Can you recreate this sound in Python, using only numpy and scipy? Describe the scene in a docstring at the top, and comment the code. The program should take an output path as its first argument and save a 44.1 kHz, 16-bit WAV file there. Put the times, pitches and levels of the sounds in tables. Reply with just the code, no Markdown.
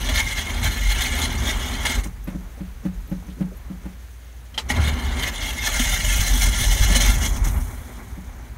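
"""Cold engine cranked, heard in a truck cab

The starter grinds a cold engine over and lets go, a boot pumps the pedal, the solenoid clicks and the
starter grinds again; the engine coughs and the starter spins down. Gear: noise in housing resonances.
Cab boom: wavering tones and resonant noise. Knocks, coughs, clicks: struck decaying modes.
Hum, air hiss, scrapes, firewall drone: a tone and coloured noise.
"""
import sys
import numpy as np
from scipy import signal
from scipy.fft import rfft, irfft
from scipy.io import wavfile

SR = 44100
rng = np.random.default_rng(int(sys.argv[2]) if len(sys.argv) > 2 else 0)


def output_pcm(signal):
    """Save a mono or channel-first signal as 16-bit PCM at the path in sys.argv[1].

    Samples are clipped to [-1, 1] before scaling.
    """
    pcm = np.clip(np.atleast_2d(signal).T, -1, 1) * 32767
    wavfile.write(sys.argv[1], SR, np.round(pcm).astype(np.int16))


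N = 377937

# Air hiss spectrum: f/Hz, relative density/dB
AIR_SPECTRUM = [(47, -22), (80, -6.5), (170, -25), (1020, -33.5), (1730, -31.5), (2690, -37), (4000, -39),
                (5700, -45.5), (15800, -43)]
AIR_DB = -47
HUM_HZ, HUM_DB = 58.4, -39.5

# Touching keys, onsets: t/s, nominal peak/dB
KEY_TICKS = [(2.242, -47), (3.075, -50), (3.097, -48), (3.57, -48)]
# Key modes: f/Hz, relative level/dB, t60/s
KEY_MODES = [(11700, 0, .07), (14300, -3, .03)]
# Pedal linkage rustles: t/s, level/dB, centre f/Hz
LINKAGE_RUSTLES = [(2.325, -50, 600), (2.57, -47, 560), (3.085, -46, 330), (3.22, -52, 800),
                   (3.295, -55, 3300), (3.515, -45, 440)]

# Floor pan knocks from pedal and shaking:
# t/s, nominal level/dB, upper ring re level/dB, nominal rattle re level/dB
FLOOR_KNOCKS = [(2.057, -29, -18, -11), (2.277, -26, -13, -12), (2.35, -22, -22, -32),
                (2.608, -24, -22, -30), (2.854, -17.5, -20, -23), (3.117, -18, -22, -27),
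                (3.285, -29, -24, -22), (3.409, -13.5, -24, -29), (3.703, -23.5, -24, -28),
                (3.857, -24, -24, -23), (6.902, -20, -22, -23), (7.464, -28, -17, -8),
                (8.179, -29, -24, -24)]
# Floor pan, deep modes: f/Hz, relative level/dB, t60/s
PAN_LOW_MODES = [(124, -9, .07), (163, -3, .2), (184, 2, .25)]
# Floor pan, upper modes: f/Hz, relative level/dB, t60/s
PAN_HIGH_MODES = [(245, 12, .08), (305, 15, .06), (440, 7, .06), (555, 5, .09), (800, 2, .05)]
# Linkage rattle and sole scuff spectra: f/Hz, relative density/dB
RATTLE_SPECTRUM = [(300, -17.0), (600, 0.5), (2000, -1.5), (3500, -12.5), (6000, -21), (15000, -18)]
SCUFF_SPECTRUM = [(150, 15.5), (320, 5.0), (700, -9), (1800, -19)]
SCUFF_RE_KNOCK_DB, SCUFF_LEAD_S = -25, 0.042

# Key and solenoid clicks: t/s, nominal level/dB
SOLENOID_CLICKS = [(4.543, -31.5), (4.578, -13), (4.587, -21)]
# Solenoid modes: f/Hz, relative level/dB, t60/s
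SOLENOID_MODES = [(520, -16, .1), (880, 0, .1), (1394, -4, .09), (2013, 2, .06), (2900, -4, .08),
                  (3170, 9, .055), (3400, -1, .06), (4000, -2, .06), (5070, -5, .06)]
# Solenoid scrape spectrum: f/Hz, relative density/dB
SOLENOID_SCRAPE_SPECTRUM = [(400, 7), (3000, 7.0), (7000, 3.0), (15000, -16)]
MESH_S, MESH_DB = 4.702, -16
# Ring gear modes: f/Hz, relative level/dB, t60/s
RING_GEAR_MODES = [(830, -7, .04), (1920, 0, .05), (2940, -5, .05)]

# Engine kicks against its mounts: t/s, nominal peak/dB
ENGINE_KICKS = [(1.235, -25), (4.704, -22.5), (5.798, -17), (6.962, -21)]
# Firewall modes: f/Hz, relative level/dB, t60/s
FIREWALL_MODES = [(243, 0, .09), (645, -15, .05)]
# Catching cylinders: t/s, nominal level/dB before the low-pass
CYLINDER_COUGHS = [(6.054, -21), (6.192, -7), (6.492, -13), (6.619, -10.5), (6.809, -5), (6.959, -17),
                   (7.102, -17), (7.39, -12), (7.479, -13)]
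# Exhaust thump through the body: f/Hz, relative level/dB, t60/s
THUMP_MODES = [(52.3, -10.5, 0.19), (94.5, -10, 0.18), (136, -18, 0.099)]

# Cab shaking: t/s, low boom level/dB, upper boom level/dB
CAB_SHAKE = [(0, -25, -29), (0.4, -33.5, -28.5), (0.72, -29, -27), (0.85, -23, -36.5), (1.2, -32, -23.5),
             (1.97, -28, -28), (2.12, -33, -47), (2.5, -43, -44.5), (3, -37.5, -49), (3.9, -44, -46.5),
             (4.1, -68, -91), (4.69, -48, -32), (4.72, -30.5, -18.5), (5.6, -36, -35), (5.9, -23.5, -34),
             (6.2, -22, -32.5), (7.05, -22, -26.5), (7.26, -22, -25.5), (7.58, -23.5, -28),
             (7.7, -38.5, -32.5), (8.56, -44, -39)]
# Cab air and body, low: f/Hz, width/Hz, relative level/dB
LOW_BOOM_MODES = [(39, 6, -9.5), (49.5, 13.2, -17.5)]
# Cab air and body, upper: f/Hz, width/Hz, relative level/dB
HIGH_BOOM_MODES = [(68.2, 12, 5), (102.6, 14, -6)]
CAB_TONE_HZ, UPPER_TONE_HZ = 46.53, 70.74
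# Engine block through the firewall: f/Hz, relative density/dB
DRONE_SPECTRUM = [(76, -22), (130, -17), (155, -10), (241, 5), (317, -7), (395, 0), (450, -8.5),
                  (843, -2.5), (1100, -5.5), (1690, -8.5), (2340, -8), (3960, -120)]
DRONE_OFFSET_DB, DRONE_PER_GRIND, DRONE_PER_BOOM = -13.5, 0.16, 0.66  # slopes in dB per dB
PANEL_HZ, PANEL_WIDTH_HZ, PANEL_RE_DRONE_DB = 243, 22, -4

SPIN_DOWN_S, SPIN_DOWN_DB, SPIN_DOWN_DB_PER_S = 7.44, -40.5, 32
SPIN_TICKS_PER_S, SPIN_SLOWING_PER_S = 33, 0.46  # initial pulse rate and its exponential decay
# Spin-down hiss spectrum: f/Hz, relative density/dB
SPIN_SPECTRUM = [(5000, -24), (6500, -8), (8000, -6), (9800, 2), (11000, -9), (11800, 4),
                 (12600, -8), (15800, -4)]

# Starter gear between strokes: t/s, level/dB, treble re body/dB
GEAR_GRIND = [(0, -33.5, -5.5), (1.97, -35, -4.5), (2.12, -73.5, 13), (4.66, -64, 3), (4.73, -38, -8),
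              (4.95, -37, -9), (5.6, -34.5, -4), (6.2, -27.5, 0.5), (6.45, -32.5, 1.5), (7.05, -28.5, -1),
              (7.26, -34.5, 1.5), (7.31, -47, 6), (7.6, -53.5, 3), (8.56, -67, 6.5)]
# Compression strokes and sharp jolts loading the gear; rows rising in 0.01 s or less are jolts: t/s of peak,
# level/dB, rise/s
STROKES_AND_JOLTS = [(0.191, -26.5, 0.045), (0.319, -40.5, 0.057), (0.394, -32, 0.02),
                     (0.662, -31, 0.024), (0.908, -34.5, 0.02), (1.06, -30.5, 0.083),
                     (1.183, -34.5, 0.087), (1.244, -31, 0.02), (1.504, -29.5, 0.035),
                     (1.937, -31.5, 0.055), (4.702, -25, 0.01), (4.79, -36.5, 0.038), (4.881, -34, 0.056),
                     (5.272, -32.5, 0.07), (5.494, -35.5, 0.079), (5.675, -30.5, 0.047),
                     (5.751, -38, 0.057), (5.884, -36.5, 0.12), (5.937, -36.5, 0.012),
                     (6.112, -41, 0.029), (6.426, -32.5, 0.012), (6.634, -33, 0.052), (6.954, -24, 0.008),
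                     (7.01, -30.5, 0.0079), (7.26, -37.5, 0.045)]
STROKE_FALL_S = 0.022
# Pinion slams across its backlash: t/s of onset, level/dB
PINION_SLAMS = [(0.087, -24), (1.85, -24.5), (1.006, -32), (1.624, -36), (2.034, -39), (5.794, -26.5),
                (7.36, -43.5), (7.441, -43), (7.469, -40)]
SLAM_RISE_S, SLAM_FALL_S = 0.014, 0.0091
# Gear housing resonances: f/Hz, width/Hz, relative level/dB
HOUSING_MODES = [(860, 23, -4.5), (1389, 17.3, -0.5), (1600, 77, -8), (1738, 35, 1), (1946, 41, 0.5),
                 (2129, 33.4, 7), (2257, 25, 0.5), (2724, 25, -6.5), (2908, 38, 0.5), (3118, 51, -1.5),
                 (3325, 73, 0.5), (3603, 50, -1.5), (4068, 68, -2.5)]
# Broad tooth scrape: f/Hz, relative density/dB
SCRAPE_SPECTRUM = [(700, -37), (1300, -18), (2150, 8.5), (2550, -29.5), (3300, -20), (4500, -2),
                   (5300, -15), (6000, -3), (7000, -6), (7700, -14.5), (9800, -8.5), (11000, -21),
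                   (11900, -5.5), (13400, -26), (15900, -15.5)]
TOOTH_HITS_PER_S, TOOTH_HIT_DB = 90, 20  # per resonance; gain added to its noise
WHINE_WAVER = .005  # rms share of pitch
TREBLE_EDGES_HZ = 5250, 6500, 7800, 9200, 11000, 13000, 16500
JINGLES_PER_S, JINGLE_CYCLES, JINGLE_RE_BODY_DB = 1000, 200, -9  # loose parts; cycles to -60 dB
BUZZES_PER_S, BUZZ_CYCLES, BUZZ_RE_BODY_DB = 500, 80, -12  # sheet metal

STOPBAND_HZ = 15880


def from_db(db):
    """Amplitude gain of a level in dB."""
    return 10 ** (np.asarray(db) / 20)


def rms_one(x):
    """Scale to rms 1."""
    return x / np.sqrt(np.mean(x ** 2) + 1e-20)


def in_time(rows):
    """Table columns as linear curves, one value a sample."""
    s, *columns = np.transpose(rows)
    t = np.arange(N) / SR
    return [np.interp(t, s, c, left=c[0], right=c[-1]) for c in columns]


def drift(corner_hz):
    """Random walk-like curve, rms 1: noise through two equal poles, run at SR / 40."""
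    r = np.exp(-80 * np.pi * corner_hz / SR)
    noise = rng.standard_normal(N // 40 + 2002)
    slow = rms_one(signal.lfilter([1], [1, -2 * r, r * r], noise)[2000:])  # settled part
    return np.interp(np.arange(N) / 40, np.arange(len(slow)), slow)


def band_pass(x, order, edges_hz):
    """Butterworth band-pass."""
    return signal.sosfilt(signal.butter(order, edges_hz, "band", fs=SR, output="sos"), x)


def low_pass(x, order, hz):
    """Butterworth low-pass."""
    return signal.sosfilt(signal.butter(order, hz, fs=SR, output="sos"), x)


def coloured_noise(spectrum):
    """Noise of rms 1 with a spectrum linear in dB over log f; -90 dB beyond its ends."""
    hz, db = np.transpose(spectrum)
    log_hz = np.log(np.maximum(np.arange(N // 2 + 1) * SR / N, 1))
    gain = from_db(np.interp(log_hz, np.log(hz), db, left=-90, right=-90))
    return rms_one(irfft(rfft(rng.standard_normal(N)) * gain, N))


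def wavering(hz, waver_hz, corner_hz):
    """Sine of rms 1 whose pitch wanders by waver_hz rms."""
    cycles = np.cumsum(hz + waver_hz * drift(corner_hz)) / SR
    return np.sqrt(2) * np.sin(2 * np.pi * cycles)


def resonant(modes, flicker_db, hits_per_s=0, hit_db=0):
    """Noise with scattered hard hits drives each resonance, each flickering by itself; rms 1."""
    out = 0
    for hz, width_hz, db in modes:
        r = np.exp(-np.pi * max(width_hz, 2) / SR)
        hits = rng.random(N) < hits_per_s / SR
        drive = rng.standard_normal(N) * (1 + from_db(hit_db) * hits)
        poles = [1, -2 * r * np.cos(2 * np.pi * hz / SR), r * r]
        band = signal.lfilter([1, 0, -1], poles, drive) * (1 - r * r)
        out = out + from_db(db + flicker_db * drift(7.8)) * band
    return rms_one(out)


def struck(modes, times, peak_db, spread_db, bounce_s):
    """Each blow lands twice, second at half amplitude; mode strengths vary from blow to blow."""
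    at, out = np.round(times * SR).astype(int), np.zeros(N)
    luck = rng.standard_normal((len(at), len(modes)))
    for k, (hz, db, t60_s) in enumerate(modes):
        clicks = np.full(N, 1e-18)  # floor avoids denormals
        clicks[at] = from_db(peak_db + db + spread_db * luck[:, k])
        clicks[at + round(bounce_s * SR)] = .5 * clicks[at]
        r, w = from_db(-60 / (t60_s * SR)), 2 * np.pi * hz / SR
        out += signal.lfilter([0, np.sin(w)], [1, -2 * r * np.cos(w), r * r], clicks)
    return out


def bursts(times, peak_db, rise_s, fall_s):
    """Envelope of quick swells with exponential decay, each cut at 0.25 s."""
    out, t = np.zeros(N), np.arange(SR // 4) / SR
    shape = (1 - np.exp(-t / rise_s)) * np.exp(-t / fall_s)
    shape /= shape.max()
    for s, db in zip(times, peak_db):
        i = round(s * SR)
        out[i:i + len(t)] += from_db(db) * shape[:N - i]
    return out


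def jingles(per_s, cycles, low_hz, high_hz):
    """Random touches, each ringing one of 30 pitches for a set number of cycles; rms 1."""
    touches = rng.random(N) < per_s / SR
    sizes = from_db(4.5 * np.minimum(rng.exponential(1, N), 4)) * touches
    dealt, out = rng.integers(0, 30, N), 0
    for k, hz in enumerate(np.geomspace(low_hz, high_hz, 30)):
        r, w = from_db(-60 * hz / (cycles * SR)), 2 * np.pi * hz / SR
        drive = np.sin(w) * sizes * (dealt == k) + 1e-18
        gain = (hz / low_hz) ** -.1
        out = out + signal.lfilter([gain], [1, -2 * r * np.cos(w), r * r], drive)
    return rms_one(out)


def background():
    """Slightly wavering hum over smooth air hiss."""
    hum = from_db(HUM_DB + 1.1 * drift(24)) * wavering(HUM_HZ, waver_hz=0.25, corner_hz=1.8)
    return hum + from_db(AIR_DB + .6 * drift(4)) * coloured_noise(AIR_SPECTRUM)


def keys():
    """Keys touch and ring at high modes."""
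    return struck(KEY_MODES, *np.transpose(KEY_TICKS), spread_db=4, bounce_s=.003)


def rustles():
    """Pedal linkage scrapes: short noise bursts, each in its own band."""
    out, noise = 0, rng.standard_normal(N)
    for s, db, hz in LINKAGE_RUSTLES:
        band = rms_one(band_pass(noise, 2, [hz / 1.25, hz * 1.25]))
        out = out + band * bursts([s], [db], rise_s=.01, fall_s=0.017)
    return out


def knocks():
    """Soft blows ring the floor pan; the sole drags ahead of each and loose linkage rattles."""
    times, peak_db, upper_db, rattle_db = np.transpose(FLOOR_KNOCKS)
    rings = struck(PAN_LOW_MODES, times - .002, peak_db - 6, spread_db=1.5, bounce_s=.0052)
    rings += struck(PAN_HIGH_MODES, times + .002, peak_db + upper_db, spread_db=2, bounce_s=0.0035)
    soft = band_pass(rings, 2, [85, 500])  # rubber sole
    scuff_env = bursts(times - SCUFF_LEAD_S, peak_db + SCUFF_RE_KNOCK_DB, rise_s=0.046, fall_s=0.067)
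    scuff = coloured_noise(SCUFF_SPECTRUM) * scuff_env
    rattle_env = bursts(times - .006, peak_db + rattle_db - 1.0, rise_s=0.0048, fall_s=0.022)
    rattle = coloured_noise(RATTLE_SPECTRUM) * from_db(1.55 * drift(87)) * rattle_env
    return soft + scuff + rattle


def solenoid():
    """The solenoid snaps home: struck modes and a short scrape."""
    times, peak_db = np.transpose(SOLENOID_CLICKS)
    ring = struck(SOLENOID_MODES, times, peak_db - 16, spread_db=3, bounce_s=.0038)
    scrape_env = bursts(times, peak_db - 15, rise_s=0.002, fall_s=0.014)
    return ring + coloured_noise(SOLENOID_SCRAPE_SPECTRUM) * scrape_env


def pinion_mesh():
    """The pinion bites into the ring gear and its modes clank."""
    return struck(RING_GEAR_MODES, np.array([MESH_S]), MESH_DB, spread_db=1, bounce_s=.0026)


def engine_kicks():
    """The engine kicks against its mounts and rings the firewall."""
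    return struck(FIREWALL_MODES, *np.transpose(ENGINE_KICKS), spread_db=1.5, bounce_s=.004)


def coughs():
    """A catching cylinder sends a soft low thump through the body."""
    times, peak_db = np.transpose(CYLINDER_COUGHS)
    return low_pass(struck(THUMP_MODES, times, peak_db, spread_db=0.5, bounce_s=0.0021), 2, 200)


def cab_boom(low_db, high_db):
    """The shaking engine rings the deepest cab resonances: wavering tones plus resonant noise."""
    low_tone = from_db(-1.5 + 2.5 * drift(4)) * wavering(CAB_TONE_HZ, waver_hz=1.6, corner_hz=5)
    low_noise = from_db(0.5) * resonant(LOW_BOOM_MODES, flicker_db=0.5)
    high_tone = from_db(-5.5 + 2.5 * drift(3.8)) * wavering(UPPER_TONE_HZ, waver_hz=4.54, corner_hz=3.3)
    high_noise = from_db(-3.0) * resonant(HIGH_BOOM_MODES, flicker_db=4.0)
    boom = from_db(low_db) * (low_tone + low_noise) + from_db(high_db) * (high_tone + high_noise)
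    return band_pass(boom, 4, [34, 230])


def firewall_drone(grind_db, high_db):
    """Block noise through the firewall with a singing panel; level follows gear and upper boom."""
    drone_db = DRONE_OFFSET_DB + DRONE_PER_GRIND * grind_db + DRONE_PER_BOOM * high_db
    panel = resonant([(PANEL_HZ, PANEL_WIDTH_HZ, 0)], flicker_db=3.0)
    drone = from_db(PANEL_RE_DRONE_DB) * panel + coloured_noise(DRONE_SPECTRUM)
    return from_db(drone_db + 1.9 * drift(13)) * drone


def spin_down():
    """The released starter: thin high hiss, pulsing ever more slowly as it fades."""
    since_s = (np.arange(N) / SR - SPIN_DOWN_S).clip(0)
    turns = np.cumsum(SPIN_TICKS_PER_S * np.exp(-SPIN_SLOWING_PER_S * since_s)) / SR
    pulse_db = 2.0 * np.cos(2 * np.pi * turns)
    level = from_db(SPIN_DOWN_DB - SPIN_DOWN_DB_PER_S * since_s + pulse_db)
    onset = np.minimum(since_s / 0.0046, 1)
    return coloured_noise(SPIN_SPECTRUM) * onset * level


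def load_swell():
    """Gear load envelope: compression strokes and jolts plus pinion slams."""
    t = np.arange(N) / SR
    swell = bursts(*np.transpose(PINION_SLAMS), rise_s=SLAM_RISE_S, fall_s=SLAM_FALL_S)
    for s, db, rise_s in STROKES_AND_JOLTS:
        side_s = np.where(t < s, rise_s, STROKE_FALL_S)
        swell += from_db(db) * np.exp(-abs((t - s) / side_s) ** 3.05)
    return swell


def gear_teeth():
    """Teeth scrape as rough hiss and ring the housing; the whole whine wavers slightly in pitch."""
    whine = resonant(HOUSING_MODES, flicker_db=2.5, hits_per_s=TOOTH_HITS_PER_S, hit_db=TOOTH_HIT_DB)
    read_at = np.cumsum(1 + WHINE_WAVER * drift(9))  # uneven reading speed bends the pitch
    whine = np.interp(read_at, np.arange(N), whine)
    return whine + from_db(-12.5) * coloured_noise(SCRAPE_SPECTRUM)


def starter(grind_db, treble_db):
    """Gear noise, jingling parts and buzzing sheet metal swell under the load; strokes add a thud."""
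    swell, gear = load_swell(), gear_teeth()
    body = rms_one(low_pass(gear, 4, TREBLE_EDGES_HZ[0]))
    bands = [band_pass(gear, 3, pair) for pair in zip(TREBLE_EDGES_HZ, TREBLE_EDGES_HZ[1:])]
    treble = rms_one(sum(from_db(2.06 * drift(30)) * band for band in bands))  # bands flare singly
    treble *= from_db(treble_db + 0.5 * drift(33))
    jingle = jingles(JINGLES_PER_S, JINGLE_CYCLES, low_hz=2528, high_hz=12840)
    buzz = jingles(BUZZES_PER_S, BUZZ_CYCLES, low_hz=548.8, high_hz=2299)
    loose = from_db(JINGLE_RE_BODY_DB) * jingle + from_db(BUZZ_RE_BODY_DB) * buzz
    load = (from_db(grind_db) + swell) * from_db(1.82 * drift(31))  # teeth catch unevenly
    thud = rms_one(band_pass(rng.standard_normal(N), 2, [500, 1500]))
    return load * (body + treble + loose) + swell * from_db(-12.0) * thud


def scene():
    """Sum of all sources, one channel."""
    grind_db, treble_db = in_time(GEAR_GRIND)
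    low_db, high_db = in_time(CAB_SHAKE)
    out = background() + keys() + rustles() + knocks() + solenoid() + pinion_mesh()
    out += engine_kicks() + coughs() + cab_boom(low_db, high_db) + firewall_drone(grind_db, high_db)
    out += spin_down() + starter(grind_db, treble_db)
    return out[None]


def record(dry):
    """Steep low-pass, 55 dB down from the stopband edge."""
    return signal.sosfilt(signal.cheby2(30, 55, STOPBAND_HZ, fs=SR, output="sos"), dry)


dry = scene()
out = record(dry)
output_pcm(out)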